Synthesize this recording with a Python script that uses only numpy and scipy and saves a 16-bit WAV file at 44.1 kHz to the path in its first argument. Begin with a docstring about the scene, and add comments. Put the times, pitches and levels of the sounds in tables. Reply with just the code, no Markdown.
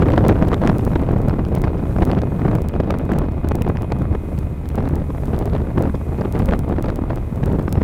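"""Wind buffets a phone microphone on the open deck of a moving ferry.
From the start, turbulence carried past the port flaps louder and brighter with speed; hard gusts overload it.
Under it an engine tone drones over filtered hull noise, machinery tones whine and shaped noise hisses as spray.
Short noise bursts soon snap at the port, and single-sample digital clicks tick on an even beat.
At about 3 s a faint whistle, a sine of drifting pitch, starts to rise; near the end another sine squeals."""
import sys
import numpy as np
from scipy import signal
from scipy.fft import rfft, irfft, next_fast_len
from scipy.io import wavfile
from scipy.ndimage import uniform_filter1d, map_coordinates

SR = 44100
rng = np.random.default_rng(int(sys.argv[2]) if len(sys.argv) > 2 else 0)


def store_pcm(level_fs):
    """Save levels as 16-bit WAV."""
    pcm = np.round(np.clip(level_fs, -1, 1) * 32767).astype(np.int16)
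    wavfile.write(sys.argv[1], SR, np.atleast_2d(pcm).T)


N = 345402
T = np.arange(N) / SR  # time [s]


def undb(db):
    """Logarithmic level: 20 dB is a factor of ten in amplitude."""
    return 10 ** (np.asarray(db) / 20)


def curves(table):
    """Linear interpolation: each column of a timed table, sample by sample."""
    s, *columns = np.transpose(table)
    return [np.interp(T, s, column) for column in columns]


def noise(spectrum, size=N):
    """Spectral shaping: white noise weighted by (frequency [Hz], relative density [dB]), rms 1."""
    length = next_fast_len(size)
    hz, db = np.transpose(spectrum)
    bins = np.maximum(np.fft.rfftfreq(length, 1 / SR), 1)
    weight = undb(np.interp(np.log(bins), np.log(hz), db))
    white = rng.standard_normal(length)
    x = irfft(rfft(white) * weight, length)[:size]
    return x / x.std()


def walk(rate):
    """Band-limited chance: a smooth random curve of spread 1, moving up to about `rate` [Hz]."""
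    length = next_fast_len(N)
    bins = np.fft.rfftfreq(length, 1 / SR)
    white = rng.standard_normal(length)
    x = irfft(rfft(white) * np.exp(-.5 * (bins / rate) ** 2), length)[:N]
    return x / x.std()


def lowpass(x, hz):
    """Second-order treble cut."""
    return signal.sosfilt(signal.butter(2, hz, fs=SR, output="sos"), x)


def highpass(x, hz):
    """Second-order bass cut."""
    return signal.sosfilt(signal.butter(2, hz, "high", fs=SR, output="sos"), x)


def tone(hz, db, blur, rate):
    """Phase modulation: a random phase of spread `blur` [rad] widens a sine of given pitch and rms level."""
    phase = 2 * np.pi * np.cumsum(hz * np.ones(N)) / SR + blur * walk(rate)
    return np.sqrt(2) * undb(db) * np.sin(phase)


def swells(rest_db, table, attack_s, release_s):
    """Trapezoidal envelope: the level leaves rest by attack, hold and release; the highest swell prevails."""
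    db = rest_db
    for start, length, top_db in table:
        corners = [start - attack_s, start, start + length, start + length + release_s]
        share = np.interp(T, corners, [0, 1, 1, 0])
        db = np.maximum(db, rest_db + share * (top_db - rest_db))
    return db


def shedding(per_s, decay_s, rise_hz=900):
    """Shot noise: random eddies arrive suddenly and decay; mean 0, spread near 1, rare giants held back."""
    kicks = (rng.random(N) < per_s / SR) * rng.random(N)
    x = signal.lfilter([1], [1, -np.exp(-1 / (decay_s * SR))], kicks - kicks.mean())
    x = lowpass(x, rise_hz)
    return 3 * np.tanh(x / x.std() / 3)


# breeze between gusts: (time [s], level [dB], speed [ratio to mean])
BREEZE_CURVE = [(0, -19, 1.165), (1.0, -21, 0.98), (1.75, -21, 0.99), (2.2, -20, 1.125), (2.7, -23.5, 1.06),
                (3.35, -24, 0.94), (4.3, -26.5, .96), (4.6, -29.5, 1.042), (5.2, -25, .85),
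                (5.55, -25, 1.06), (6.0, -30.5, 0.97), (7.2, -25, .9), (7.83, -23, .96)]
# gusts rising out of the breeze: (start [s], length [s], level [dB])
GUST_SWELLS = [(0.0, 0.33, -13), (0.422, .13, -16.5), (0.621, .11, -16), (0.829, 0.49, -18.5),
               (1.423, .28, -18), (1.97, .2, -17), (2.411, .13, -16), (2.78, 0.47, -21), (3.449, .37, -24),
               (4.002, .14, -23.5), (4.75, .24, -22.5), (5.33, 0.29, -19.5), (5.759, .11, -16.5),
               (6.069, .2, -24), (6.351, 0.26, -20.5), (6.679, .24, -22), (7.052, 0.072, -21),
               (7.39, .44, -21.5)]
# strongest single eddies: (time [s], level [dB], speed [ratio to mean])
STRONG_EDDIES = [(0.024, -7.5, 1.85), (0.084, -5.5, 1.0), (0.138, -9.5, 1.52), (0.177, -6.5, 1.44),
                 (0.235, -12.5, 1.08), (0.312, -9, 1.41), (0.425, -4.5, 1.43), (0.53, -11.5, 1.62),
                 (0.666, -14.5, 1.69), (0.696, -5, 1.42), (0.83, -10.5, 1), (0.958, -7.5, 1.31),
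                 (1.008, -11, 0.86), (1.133, -13.5, 1.61), (1.163, -8.5, 0.67), (1.283, -5.5, 1.28),
                 (1.674, -12, 1.2), (2.025, -8.5, 2.38), (2.112, -22, 1.72), (2.16, -15, 0.84),
                 (2.455, -5.5, 1.06), (2.802, -10, 1.665), (2.907, -15.5, 1.86), (3.218, -13.5, 1.32),
                 (3.446, -12.5, 1.31), (3.515, -13, 1.69), (3.554, -8, 1.19), (3.613, -10, 1.39),
                 (3.698, -9, 1.58), (3.921, -14, 2.46), (4.012, -14.5, 0.88), (4.113, -14.5, 1.23),
                 (4.385, -16, 0.94), (4.784, -11.5, 1.1), (4.839, -17.5, 1.04), (4.933, -11.5, 0.99),
                 (5.018, -15.5, 0.95), (5.413, -9.5, 1.24), (5.534, -9, 1.33), (5.616, -14.5, 1.25),
                 (5.847, -18, 1.08), (5.944, -10.5, 1.08), (6.213, -11, 1.3), (6.362, -14, 1.455),
                 (6.429, -12.5, 1.06), (6.492, -6, 0.99), (6.536, -9, 1.48), (6.722, -14, 1.37),
                 (6.785, -12, 1.53), (6.885, -13, 1.85), (7.019, -13.5, 1.315), (7.327, -13.5, 0.78),
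                 (7.435, -9, 1.22), (7.779, -6.5, 1.03), (7.817, -13, 1.45)]
GUST_ATTACK_S, GUST_RELEASE_S = .03, .05
DB_PER_SPEED_DOUBLING = 42
BUFFET_RISE_S, BUFFET_FALL_S = .0034, .0056  # Gaussian spreads


def airflow(flutter_db=2.5, flutter_speed=.13):
    """Coupled level and speed: louder gusts run faster, both flutter, and each strong eddy takes over briefly."""
    breeze_db, breeze_speed = curves(BREEZE_CURVE)
    db = swells(breeze_db, GUST_SWELLS, GUST_ATTACK_S, GUST_RELEASE_S)
    speed = breeze_speed * 2 ** ((db - breeze_db) / DB_PER_SPEED_DOUBLING)
    flutter = shedding(per_s=170, decay_s=.005, rise_hz=300.8)
    db = db + flutter_db * flutter
    speed = speed * np.exp(flutter_speed * flutter)
    for s, peak_db, peak_speed in STRONG_EDDIES:
        first = max(int((s - 4 * BUFFET_RISE_S) * SR), 0)
        near = slice(first, int((s + 4 * BUFFET_FALL_S) * SR))
        age = T[near] - s
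        spread = np.where(age < 0, BUFFET_RISE_S, BUFFET_FALL_S)
        share = np.exp(-.5 * (age / spread) ** 2)
        db[near] += share * (peak_db - db[near])
        speed[near] += share * (peak_speed - speed[near])
    return db, speed


# turbulent pressure at mean speed: (frequency [Hz], relative density [dB per Hz])
TURBULENCE_SPECTRUM = [(15, -1.5), (30, 2.5), (60, -0.5), (110, 2), (200, -0.5), (320, -6), (500, -11.5),
                       (800, -20.5), (1300, -30.5), (2200, -43), (4000, -56.5), (9000, -74)]


def wind(db, speed, swirl_speed=.23, swirl_db=1.54):
    """Frozen turbulence: a fixed field is carried past the port, and faster air raises its frequencies."""
    # small swirls ride on the large ones and steepen their edges
    swirl = shedding(per_s=450, decay_s=.0015)
    travel = np.cumsum(speed * np.exp(swirl_speed * swirl))
    field = noise(TURBULENCE_SPECTRUM, size=2 * N)
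    pressure = map_coordinates(field, [travel], order=3, mode="mirror")
    return pressure * undb(db + swirl_db * swirl)


# hull rumble and wash: (frequency [Hz], relative density [dB per Hz])
RUMBLE_SPECTRUM = [(12, -31), (24, -4), (50, -1.5), (90, -1.5), (150, -5.5), (300, -19.5), (600, -32),
                   (1100, -32.5), (1750, -44), (2100, -38.5), (2900, -51), (3800, -51.5), (6000, -77),
                   (12000, -75)]
ENGINE_HZ = 75.2


def engine(air_db, drone_db=-28.5, wander=0.67, deep_db=-23.5, wash_db=-26, surge=0.36):
    """Tone over broadband noise: a firing tone of wandering phase drones above the rumble of hull and wash."""
    drone = tone(ENGINE_HZ, drone_db, blur=wander, rate=2.1)
    # the deep part surges with the wind, averaged over 40 ms; the wash stays even
    gust_db = uniform_filter1d(air_db - air_db.mean(), size=SR // 25)
    deep = lowpass(noise(RUMBLE_SPECTRUM), 200)
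    wash = highpass(noise(RUMBLE_SPECTRUM), 217)
    return drone + deep * undb(deep_db + surge * gust_db) + wash * undb(wash_db)


# clear machinery whine: (time [s], level [dB])
WHINE_LEVEL = [(0, -61), (2, -60), (4, -58), (4.7, -64), (5.3, -67), (6, -59), (7.8, -68)]
WHINE_HZ = 2498


def machinery():
    """Line broadening: phase wander leaves one whine fairly clear and spreads the lower one into a blur."""
    whine_db, = curves(WHINE_LEVEL)
    clear = tone(WHINE_HZ, whine_db, blur=0.74, rate=8.9)
    blurred = tone(hz=2060, db=-65.5, blur=2.0, rate=14.1)
    return clear + blurred


# hiss between swells: (time [s], level [dB])
CALM_LEVEL = [(0, -59), (1.6, -61), (2.8, -64), (4.1, -62.5), (5.6, -59), (7.83, -63.5)]
# swells of spray along the hull: (start [s], length [s], level [dB])
SPRAY_SWELLS = [(0.0, 0.39, -57.5), (.7, 0.2, -55), (1.93, .1, -55.5), (2.35, .15, -58),
                (4.3, 0.094, -57.8), (4.651, 0.36, -60.5), (5.199, 0.087, -56), (5.95, 0.54, -57.3),
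                (7.25, 0.47, -59)]
# spray: (frequency [Hz], relative density [dB per Hz])
SPRAY_SPECTRUM = [(1000, 5), (4000, -1.5), (7000, 2), (11000, 3.5), (15500, 1), (16200, -19)]
SPRAY_ATTACK_S, SPRAY_RELEASE_S = 0.2, 0.18


def hiss():
    """Amplitude-modulated noise: a smooth, thin hiss swells with each wash of spray."""
    calm_db, = curves(CALM_LEVEL)
    level_db = swells(calm_db, SPRAY_SWELLS, SPRAY_ATTACK_S, SPRAY_RELEASE_S)
    return noise(SPRAY_SPECTRUM) * undb(level_db)


# loudest snaps of air tearing off the port's edge: (time [s], level [dB])
LOUD_SNAPS = [(0.2868, -25), (0.531, -24), (0.5434, -16), (0.664, -22), (0.6749, -12), (0.6944, -20),
              (1.2965, -23), (2.025, -20), (2.1153, -17), (2.2183, -19), (2.9068, -12.5), (3.1356, -23.5),
              (3.4468, -27), (3.5181, -20.5), (3.6205, -19), (3.7713, -21), (3.9215, -20), (4.855, -28),
              (6.212, -26), (6.535, -27), (6.8853, -25), (6.9019, -21.5), (7.4376, -26)]
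# torn flow: (frequency [Hz], relative density [dB per Hz])
TEARING_SPECTRUM = [(300, -1), (900, 3.5), (2000, -2), (4000, -10), (7000, -22.5), (12000, -31)]
# random lesser snaps; their level is relative to that of the air
CRACKLE_PER_S, CRACKLE_DB, CRACKLE_SPREAD_DB, CRACKLE_SPEED_POWER = 28, -19.5, 5.5, 0.84


def snaps(air_db, speed, rise_s=0.00042, decay_s=0.00073):
    """Flow separation: air tears off the port's edge in noise bursts; the random ones grow with the air's speed."""
    at = np.flatnonzero(rng.random(N) < CRACKLE_PER_S / SR)
    crackle_db = CRACKLE_DB + air_db + CRACKLE_SPREAD_DB * rng.standard_normal(N)
    crackle_db += CRACKLE_SPEED_POWER * 20 * np.log10(speed)
    envelope = np.zeros(N)
    for s, db in list(LOUD_SNAPS) + list(zip(T[at], crackle_db[at])):
        near = slice(max(int((s - 10 * rise_s) * SR), 0), int((s + 10 * decay_s) * SR))
        age = T[near] - s
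        envelope[near] += undb(db) * np.exp(-np.maximum(-age / rise_s, age / decay_s))
    return envelope * noise(TEARING_SPECTRUM)


# loudest ticks: single-sample digital clicks, each set on the nearest beat: (time [s], impulse level [dB])
LOUD_TICKS = [(0.283, -6.5), (0.484, -17), (0.784, -15.5), (0.851, -15), (1.285, -18), (1.552, -12.5),
              (1.619, -15.5), (2.052, -14), (2.553, -15.5), (2.62, -18), (2.687, -13.5), (2.987, -18),
              (3.12, -19), (3.187, -11.5), (3.487, -12), (3.555, -11), (3.621, -11.5), (3.822, -18),
              (4.388, -18), (4.689, -17), (4.756, -17.5), (4.889, -20), (4.956, -17.5), (5.256, -21.5),
              (5.39, -14.5), (5.457, -17), (5.824, -15), (6.325, -15), (6.391, -17.5), (6.458, -15),
              (6.591, -13.5), (6.825, -15), (6.959, -16), (7.159, -19), (7.459, -17), (7.726, -6.5)]
TICK_BEAT_HZ, FIRST_BEAT_S = 29.96, .0164
FAINT_TICK_SHARE, FAINT_TICK_DB, FAINT_TICK_SPREAD_DB = .12, -26, 2


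def ticks():
    """Impulse train: single-sample digital clicks fall on a fast, even beat, most of which stays silent."""
    beats = np.arange(FIRST_BEAT_S, N / SR, 1 / TICK_BEAT_HZ)
    sounds = rng.random(len(beats)) < FAINT_TICK_SHARE
    faint_db = FAINT_TICK_DB + FAINT_TICK_SPREAD_DB * rng.standard_normal(len(beats))
    size = sounds * undb(faint_db)
    for s, db in LOUD_TICKS:
        size[np.argmin(abs(beats - s))] = undb(db)
    out = np.zeros(N)
    out[(beats * SR).astype(int)] = size
    return out


# faint high whistle: (time [s], pitch [Hz], level [dB])
WHISTLE_CURVE = [(3.2, 9450, -88), (3.45, 9830, -79), (3.9, 10220, -69), (4.5, 10450, -81),
                 (5.2, 10530, -72), (5.7, 10500, -79), (6.7, 10460, -74), (7.1, 10400, -90)]


def whistle():
    """Frequency glide: a faint sine of blurred phase rises in pitch and settles."""
    return tone(*curves(WHISTLE_CURVE), blur=1.1, rate=19)


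# brief faint squeal: (time [s], pitch [Hz], level [dB])
SQUEAL_CURVE = [(7.62, 5413, -110), (7.68, 5385, -65), (7.78, 5363, -67), (7.83, 5386, -76)]


def squeal():
    """Gated tone: a sine of slightly drifting pitch is raised briefly from near silence."""
    return tone(*curves(SQUEAL_CURVE), blur=0.75, rate=30.5)


CEILING = .5  # largest amplitude the microphone follows


def overload(x):
    """Saturation: the microphone follows the pressure up to its ceiling, then flattens with a short knee."""
    return x / (1 + (x / CEILING) ** 10) ** (1 / 10)


def scene():
    """Superposition before saturation: wind and engine overload together; ticks oppose the pressure's sign."""
    air_db, speed = airflow()
    pressure = wind(air_db, speed) + snaps(air_db, speed) + engine(air_db)
    pressure += machinery() + whistle() + squeal()
    air = overload(highpass(pressure, 17.5))
    return (air + hiss() - np.sign(air) * ticks())[None]


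TOP_HZ = 16300


def record(dry):
    """Band limitation: a steep elliptic low-pass cuts the top."""
    return signal.sosfilt(signal.ellip(8, .2, 70, TOP_HZ, fs=SR, output="sos"), dry)


dry = scene()
out = record(dry)
store_pcm(out)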